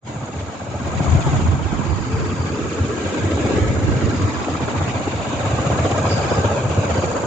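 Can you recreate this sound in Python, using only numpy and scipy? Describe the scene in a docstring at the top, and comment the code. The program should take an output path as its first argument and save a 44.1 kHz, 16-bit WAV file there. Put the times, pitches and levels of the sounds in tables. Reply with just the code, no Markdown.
"""A throbbing rush of air: a three-blade ceiling fan at full speed on a roofed terrace at night.
Turbulence makes each blade swish and a pressure pulse follows it. As the microphone is lifted past the
blades and lowered again, interference with the roof's echo sweeps the rush and the draught buffets the
ports. The motor sings faintly, vortices shed at the blade edges whistle now and then, and insects
shrill in the trees with their resonant wings."""
import sys
import numpy as np
from scipy import signal
from scipy.fft import rfft, irfft, next_fast_len
from scipy.io import wavfile
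from scipy.ndimage import uniform_filter1d, map_coordinates

SR = 44100
rng = np.random.default_rng(int(sys.argv[2]) if len(sys.argv) > 2 else 0)


def to_wav(sig):
    """Store sig (one row per channel, or 1-D mono) as 16-bit WAV at the path in sys.argv[1].

    Samples outside -1..1 are clipped; the rate is SR.
    """
    pcm = np.clip(np.atleast_2d(sig), -1, 1) * 32767
    pcm = np.round(pcm).astype(np.int16)
    wavfile.write(sys.argv[1], SR, pcm.T)  # frames by channels


N = 320166
TIME = np.arange(N) / SR
BLADE_HZ = 15.2  # blade passes a second

# the microphone's path: (time [s], delay of the roof's echo [ms], place round the hub [blade gaps])
MIC_PATH = [(0, 1.31, 0.52), (.9, 1.24, 0.74), (1.6, 1, 0.72), (2.2, 0.77, 0.608), (3.5, 0.42, 0.6),
            (4, 0.52, 0.81), (4.4, 0.99, .83), (4.9, 1.23, 0.798), (5.5, 1.41, 0.98), (6.3, 1.57, 1),
            (7.26, 1.61, 0.96)]
# base levels of the fan at the microphone: (time [s], high rush [dB], low rush [dB])
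RUSH_LEVELS = [(0.1, -46, -32.5), (0.68, -45, -31.5), (1.05, -40, -26), (1.35, -38, -24),
               (1.6, -41.5, -28.5), (2.3, -40.5, -27), (2.95, -40.5, -26.5), (3.52, -37, -24),
               (3.8, -40.0, -25.5), (4.5, -38.5, -25), (5.25, -38.5, -26), (5.7, -37, -22.5),
               (6.25, -36, -21.5), (6.65, -39, -23.5), (7.02, -38, -23.5), (7.25, -42, -22.5)]


def amp(db):
    """Decibels to amplitude ratio."""
    return 10 ** (np.asarray(db) / 20)


def unit(x):
    """Normalisation to rms 1."""
    return x / np.sqrt(np.mean(x ** 2) + 1e-20)


def along(points, hz):
    """Interpolation of (frequency [Hz], value) points on a logarithmic axis."""
    knots_hz, values = np.transpose(points)
    return np.interp(np.log(hz + 1), np.log(knots_hz + 1), values)


def curves(rows):
    """Linear interpolation in time: one value per sample for each column after the first."""
    times, *columns = np.transpose(rows)
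    return [np.interp(TIME, times, column) for column in columns]


def spell(at, length):
    """A Gaussian envelope of height 1; length is its full width at 1/e."""
    return np.exp(-(2 * (TIME - at) / length) ** 2)


def wobble(rate):
    """Smooth random modulation, rate knots a second."""
    return map_coordinates(rng.standard_normal(int(N * rate / SR) + 4), [TIME * rate])


def filtered(x, response):
    """Linear filtering: the spectrum of x times a frequency response."""
    size = next_fast_len(N + SR // 2)
    return irfft(rfft(x, size) * response(np.fft.rfftfreq(size, 1 / SR)), size)[..., :N]


def colour(x, spectrum):
    """Spectral shaping, cut off at the spectrum's last point, at rms 1."""
    return unit(filtered(x, lambda hz: amp(along(spectrum, hz)) * (hz < spectrum[-1][0])))


def stereo_noise():
    """Partial coherence: white noise whose two sides are alike only at long wavelengths."""
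    # likeness of left and right: (frequency [Hz], correlation [ratio])
    coherence = [(30, 0.37), (80, 0.9), (170, 0.98), (330, 0.85), (650, 0.73), (1200, 0.17), (2500, 0.05),
                 (5000, 0)]

    def mid_side_gains(hz):
        angle = np.arccos(np.clip(along(coherence, hz), -1, 1)) / 2
        return np.array([np.cos(angle), np.sin(angle)])

    mid, side = filtered(rng.standard_normal((2, N)), mid_side_gains)
    return np.array([mid + side, mid - side])


def delayed(x, delay_ms):
    """Propagation delay over a path of changing length."""
    return np.array([np.interp(TIME - delay_ms / 1000, TIME, side) for side in x])


def insects(chirp_hz, chirp_db, stroke_db, tooth_db):
    """Stridulation: wing strokes, three to a chirp, modulate narrow resonances; one insect stands out."""
    # base level of the shrill treble: (time [s], level [dB])
    levels = [(.1, -49.5), (.7, -51.5), (1.05, -43), (1.38, -43), (1.58, -48.5), (3.5, -44.5),
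              (3.85, -46.5), (5.2, -45.5), (5.94, -41.5), (6.65, -44), (7.26, -42)]
    # spectra of the chorus, the nearest wing and a higher wing: (frequency [Hz], density [dB])
    chorus_band = [(5600, -41.5), (6250, -14.5), (6500, 0.5), (6700, 2), (7050, -0.5), (7300, -4.5),
                   (7600, -6), (7900, -10), (8300, -27.5)]
    near_band = [(6200, -43), (6480, -7.5), (6660, 1), (6870, -6), (7070, -2.5), (7200, -17), (7400, -51)]
    high_band = [(7350, -39), (7520, -7), (7620, 1.5), (7720, -7), (7900, -40)]
    # faint thin bands near 9 and 15 kHz that follow the shrill's level: (frequency [Hz], density [dB])
    thin_bands = [(8700, -57.5), (9150, -4.5), (9400, 2.5), (9600, -21), (9900, -45), (14400, -44),
                  (14900, -8.5), (15400, -12.5), (15700, -31.5)]
    level_db, = curves(levels)
    phase = 2 * np.pi * (chirp_hz * TIME + 0.27 * wobble(2.7))
    pulse_db = chirp_db * np.cos(phase)
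    strokes = np.cos(3 * phase) + 0.49 * np.cos(4 * phase)
    chorus = colour(stereo_noise(), chorus_band)
    chorus = unit(chorus * amp(pulse_db + 2.0 * strokes + tooth_db * wobble(400)))
    wing = colour(rng.standard_normal((2, N)), near_band)
    nearest = amp(-5.0) * unit(wing * amp(pulse_db + stroke_db * strokes))
    high_call = amp(-10.5) * spell(at=3.4, length=1.2) * colour(stereo_noise(), high_band)
    thin_treble = amp(-23.0) * colour(stereo_noise(), thin_bands)
    return amp(level_db + 1.5) * (chorus + nearest + high_call + thin_treble)


def motor(waver_rad, shell_db_per_ms, tone_db_per_ms, whirr_db, wander):
    """Resonance: the motor's shell whirrs beside its unsteady tones; both are clearest from above."""
    # the motor's tones: (frequency [Hz], base level [dB])
    partials = [(1136, -51), (2280, -52.5), (2375, -55.5)]
    # resonances of the shell: (frequency [Hz], bandwidth [Hz], base level [dB])
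    modes = [(434.4, 27, -41.5), (486.8, 170, -40), (1310, 44, -48), (1637, 99, -45), (1925, 160, -52.5),
             (2290, 220, -52.5)]
    tones = np.zeros((2, N))
    for hz, db in partials:
        gain = amp(db + 3.6 * np.array([wobble(16.0), wobble(3.1)]))
        tones += gain * np.sin(2 * np.pi * hz * TIME + waver_rad * wobble(24))
    shell = np.zeros((2, N))
    for hz, width, db in modes:
        ring = filtered(stereo_noise(), lambda f: 1 / (1 + (2 * (f - hz) / width) ** 2))
        clock = np.cumsum(1 + wander * width / hz * wobble(BLADE_HZ))  # an uneven pace bends the pitch
        ring = np.array([map_coordinates(side, [clock], order=1, mode="mirror") for side in ring])
        shell += amp(db) * unit(ring * amp(whirr_db * wobble(2 * BLADE_HZ)))
    roof_ms = curves(MIC_PATH)[0]
    tones *= unit(amp(-tone_db_per_ms * roof_ms))
    shell *= unit(amp(-shell_db_per_ms * roof_ms))
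    nearness = unit(amp(curves(RUSH_LEVELS)[0]))
    return nearness * (tones + shell)


def edge_whistle(waver, grain_db):
    """Vortex shedding at the blade edges gives narrow-band noise that swells, fades and wavers."""
    # whistling spells: (time [s], length [s], pitch [Hz], bandwidth [Hz], level [dB])
    whistles = [(1.901, .12, 4730, 621.4, -47), (2.25, 0.71, 4680, 618, -46.5),
                (4.246, 0.45, 5060, 617, -47.5), (6.125, 0.07, 4860, 580, -31),
                (6.181, 0.21, 4860, 652, -42), (6.345, 0.12, 4910, 756, -39), (7.038, 0.5, 4680, 383, -46)]
    times, _, hz, width_hz, _ = np.transpose(whistles)
    level = np.sqrt(sum((amp(db) * spell(at, length)) ** 2 for at, length, _, _, db in whistles))
    width = np.interp(TIME, times, width_hz)
    pitch = np.interp(TIME, times, hz) + waver * width * wobble(50)
    clock = np.cumsum(width) / SR
    vortices = np.array([map_coordinates(side, [clock]) for side in rng.standard_normal((2, N // 20))])
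    carrier = np.sin(2 * np.pi * np.cumsum(pitch) / SR)
    return level * unit(vortices * carrier * amp(grain_db * wobble(140)))


def panned(db, pan_db):
    """Left and right gains with a level difference of pan_db."""
    return amp([[db + pan_db / 2], [db - pan_db / 2]])


def draught(lumps_db):
    """Turbulent pressure buffets each port on its own; a light flow and gusts add in power."""
    # gusts across the ports: (time [s], length [s], level [dB], left minus right [dB])
    gusts = [(0.854, 0.16, -32, -9), (1.125, 0.38, -26.5, 13.5), (1.403, 0.28, -21, 0.5),
             (1.81, 0.89, -28.5, -19), (2.19, 0.12, -27.5, 14), (3.686, 0.17, -25.5, 2),
             (3.937, 0.98, -25, -8)]
    # spectrum of the buffeting: (frequency [Hz], density [dB])
    buffet_band = [(15, -25), (33, -18), (55, -20.5), (68, 1), (78, -0.5), (98, -1), (113, -11.5),
                   (135, -2.5), (160, -7.5), (230, -14), (320, -17), (480, -35.5)]
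    flow = amp(curves(RUSH_LEVELS)[0] + 4.5)
    gust_power = sum((panned(db, pan_db) * spell(at, length)) ** 2 for at, length, db, pan_db in gusts)
    lumps = amp(lumps_db * np.array([wobble(22), wobble(22)]))
    buffeting = unit(lumps * colour(rng.standard_normal((2, N)), buffet_band))
    return np.sqrt(flow ** 2 + gust_power) * buffeting


def eddies(cycles, thump_hz, shortening):
    """An eddy on the microphone is a brief pressure wavelet: the smaller, the higher and more abrupt. A few of
    the low knocks are pulses of passing blades, played the same way."""
    # low thumps and sharp slaps, among them a few low knocks of passing blades: (time [s], relative peak [dB],
    # pitch [Hz], left minus right [dB])
    impacts = [(.742, -9, 600, 2), (1.007, -10, 149, 6), (1.09, -11, 99, 19), (1.177, -7, 91, 17),
               (1.267, -6.5, 134, 13), (1.366, -5, 107, -6), (1.42, -21, 50, 0), (1.493, -0.5, 90, -2),
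               (1.552, -4, 122, 3), (1.66, -9.5, 87, -11), (1.73, -4.5, 255, -4), (1.75, -19, 45.3, -4),
               (1.929, -8, 85, -1), (2.616, -7, 373, 0), (2.818, -4, 96, 2.5), (3.246, -6, 334, -2),
               (3.32, -6, 452, 0), (3.363, -8, 424, -5), (3.472, -6, 339, 1), (3.51, -5, 395, 7),
               (3.541, -7, 420, -8), (3.585, -1.5, 388, 4), (3.62, -2.5, 90, -1), (3.68, -17, 50, 1),
               (3.699, -5, 93, 2), (3.729, -11, 119, 3), (3.78, -8, 99, -6), (3.845, -6, 101, 4),
               (3.972, -3, 129, 2), (4.089, -6, 99, 0), (4.25, -3.5, 103, 2), (4.485, -8, 640, 5),
               (4.812, -10.5, 144, 0), (5.08, -5, 340, 1), (5.518, -6.5, 484, -1), (5.539, -8, 125, -1),
               (5.602, -5, 122, 0), (5.636, -6.5, 663, -1), (5.672, -4.5, 134, 1), (5.703, -1, 600, -3),
               (5.916, -1, 595, 0), (5.938, -9, 121, 1), (5.983, -5, 600, -1), (6.055, -1, 850, 2),
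               (6.318, -6, 440, 5), (6.383, -9, 446, 5), (6.45, -5, 520, 4), (6.456, -3, 103, 2.5),
               (6.515, -4.5, 500, 2), (6.657, -8, 106, 2), (6.767, -10, 600, -1), (7.038, -5, 403, 0)]
    pressure = np.zeros((2, N))
    for (at, db, hz, pan_db), phase in zip(impacts, rng.random(len(impacts))):
        life = cycles * (thump_hz / hz) ** shortening  # life, age and phase are in cycles
        near = np.abs(TIME - at) < 4 * life / hz
        age = (TIME[near] - at) * hz
        wavelet = np.exp(-(age / life) ** 2) * np.sin(2 * np.pi * (age + phase))
        pressure[:, near] += panned(db, pan_db) * wavelet
    return amp(-8.0) * pressure


def throb(passes, swing_db, crest_db, lag=0, sharpness=3.0):
    """Amplitude modulation at the blade rate, deepest in the blades' plane, cresting as an edge cuts by."""
    wave = np.cos(2 * np.pi * (passes - lag))
    crest = np.exp(sharpness * (wave - 1))
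    in_plane = np.clip(curves(MIC_PATH)[0], 0, 1.1)  # near the roof the microphone is above the blades
    uneven = 1 + 0.2 * wobble(15)  # every blade meets different air
    return unit(amp(in_plane * uneven * (swing_db * wave + crest_db * crest)))


def thrum(passes, pulse_share_per_ms, lumps_db, lag):
    """Blade-passing pressure: a pulse, clearer as the microphone sinks, and a wake trail each blade."""
    # spectrum of pulse and wake: (frequency [Hz], density [dB])
    push_band = [(15, -44.5), (35, -38.5), (55, -23.5), (66, -17.5), (77, -5), (98, 1.5), (112, -7.5),
                 (124, -2), (155, -10.5), (230, -15.5), (420, -36.5)]
    # swells and lulls: (time [s], length [s], level change [dB])
    swells = [(0.54, 0.085, -14), (1.05, 0.6, 5), (1.77, 0.33, -19), (2.49, 0.47, 0.5), (3.04, 0.32, -2.5),
              (4.008, 0.33, 1.5), (4.405, 0.19, -19), (5.1, 0.64, -2.5), (6.898, 1.4, 0.5)]
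    count = np.arange(np.ceil(passes[0]), passes[-1] - 1)
    pulses = np.zeros(N)
    pulses[np.searchsorted(passes, count + lag)] = amp(2 * rng.standard_normal(len(count)))
    wake = rng.standard_normal(N) * throb(passes, swing_db=2.5, crest_db=0.5, lag=lag)
    wake = colour(wake * amp(lumps_db * wobble(20)), push_band)
    share = np.clip(pulse_share_per_ms * curves(MIC_PATH)[0], 0, 1)
    swell_db = sum(db * spell(at, length) for at, length, db in swells)
    level = amp(curves(RUSH_LEVELS)[0] + 14.5 + swell_db)
    return level * (np.sqrt(share) * colour(pulses, push_band) + np.sqrt(1 - share) * wake)


def roof_echo(x, delay_ms, echo, spread):
    """Comb filtering: the wide fan echoes over a spread of paths, which blurs the higher notches."""
    return x + echo * np.mean([delayed(x, delay_ms * (1 + spread * k)) for k in (-1, 0, 1)], axis=0)


def blade_reflection(passes, delay_ms, glide_ms, jitter_ms, echo=0.53, scatter_hz=5100):
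    """Interference of noise with its reflection off a moving blade: peaks glide anew in each pass."""
    blade = np.floor(passes + .5).astype(int)
    start, slope = rng.standard_normal((blade.max() + 1, 2))[blade].T
    path_ms = np.abs(delay_ms + jitter_ms * start + glide_ms * (.5 + slope) * (passes - blade))
    direct = stereo_noise()
    mirrored = echo * delayed(direct, path_ms)
    # above scatter_hz a blade scatters sound instead of mirroring it
    return direct + filtered(mirrored, lambda hz: 1 / (1 + (hz / scatter_hz) ** 4))


def drift(x, depth_db):
    """Spectral modulation: the colour shifts slowly, in patches a few hundred hertz wide."""
    spectra = signal.stft(x, nperseg=512)[2]
    patches = uniform_filter1d(rng.standard_normal(spectra.shape[1:]), size=4, axis=0)
    patches = uniform_filter1d(patches, size=110, axis=1)
    return signal.istft(spectra * amp(depth_db * unit(patches)), nperseg=512)[1][:, :N]


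def blades(passes):
    """Turbulence off the blades radiates throbbing noise: a hiss, and a whoosh and swish the roof combs."""
    # spectra of the low, middle and high rush: (frequency [Hz], density [dB])
    whoosh_band = [(110, -34), (190, -3.5), (300, 5), (400, -0.5), (550, -1), (700, -8), (1100, -41)]
    swish_band = [(380, -40.5), (600, -4), (750, 0), (950, 0), (1150, -1.5), (1310, -1.5), (1450, -6),
                  (1620, -5), (1790, -17), (2400, -54)]
    hiss_band = [(1300, -35), (1790, -4.5), (1900, -0.5), (2100, -1.5), (2400, -0.5), (3000, -4.5),
                 (3700, -6), (4400, -9.5), (5000, -10.5), (5600, -12.5), (7000, -8.5), (8200, -25)]
    # close blade tips swish louder and chop harder: (time [s], length [s], level change [dB])
    close_spells = [(1.895, 1.1, 0.94), (4.801, 1.5, 0.63), (6.092, 0.51, 0.34)]
    # chopping of the hiss along the path: (time [s], base swing [dB], lag [blade gaps])
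    hiss_chop = [(2, -0.4, .1), (3, 1.5, .2), (4.5, 0.8, 0.28), (5.3, 1.1, 0.48), (5.6, 0.2, -0.16),
                 (6.1, 0.9, -0.02), (7.26, 1.2, -.05)]
    high_db, low_db = np.array(curves(RUSH_LEVELS)) + 0.68 * wobble(6)  # the whole rush surges a little
    roof_ms = curves(MIC_PATH)[0]
    close_db = sum(db * spell(at, length) for at, length, db in close_spells)
    close_crest_db = 1.8 * close_db
    flutter = np.tanh(wobble(80))

    whoosh = colour(roof_echo(stereo_noise(), roof_ms, echo=0.46, spread=0.064), whoosh_band)
    whoosh *= throb(passes, swing_db=1.5, crest_db=1.5 + close_crest_db)
    whoosh *= amp(1.2 * flutter + 1.2 * wobble(110) + 0.7 * wobble(22))

    swish = blade_reflection(passes, delay_ms=2.172, glide_ms=0.94, jitter_ms=0.666)
    swish = colour(roof_echo(swish, roof_ms, echo=0.37, spread=0.22), swish_band)
    swish *= throb(passes, swing_db=0.37 * roof_ms, crest_db=1.9 + close_crest_db)
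    swish *= amp(1.1 * flutter + 2.15 * np.tanh(wobble(90)))

    hiss = blade_reflection(passes, delay_ms=0.885, glide_ms=0.56, jitter_ms=0.318)
    hiss = colour(drift(hiss, depth_db=1.34), hiss_band)
    chop_db, chop_lag = curves(hiss_chop)
    hiss *= throb(passes, swing_db=chop_db, crest_db=-0.1, lag=chop_lag)
    hiss *= amp(0.22 * flutter + 1.33 * wobble(60))

    # the swish gains on the whoosh as the microphone sinks and the echo's delay grows
    whoosh_db = low_db - 1.46 + 0.24 * roof_ms
    swish_db = low_db + close_db - 5.5 + 0.5 * roof_ms
    return amp(whoosh_db) * unit(whoosh) + amp(swish_db) * unit(swish) + amp(high_db + 3) * unit(hiss)


def scene():
    """Superposition of the fan close by, its wind and the insects behind it."""
    passes = BLADE_HZ * TIME + curves(MIC_PATH)[1]  # running count of blades past the microphone
    fan = blades(passes) + thrum(passes, pulse_share_per_ms=0.11, lumps_db=3.0, lag=0.1887)
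    fan += motor(waver_rad=0.9, shell_db_per_ms=10.0, tone_db_per_ms=2.5, whirr_db=3.5, wander=.4)
    fan += edge_whistle(waver=.2, grain_db=2.7)
    wind = draught(lumps_db=3.0) + eddies(cycles=1.18, thump_hz=100, shortening=0.23)
    return fan + wind + insects(chirp_hz=18.4, chirp_db=1.65, stroke_db=3.0, tooth_db=2.0)


def record(dry):
    """Band limiting: the sound fades in and passes an ideal low-pass filter."""
    fade_s, top_hz = 0.079, 15750
    fade = np.clip(TIME / fade_s, 0, 1) ** 3
    return filtered(dry * fade, lambda hz: hz < top_hz)


dry = scene()
out = record(dry)
to_wav(out)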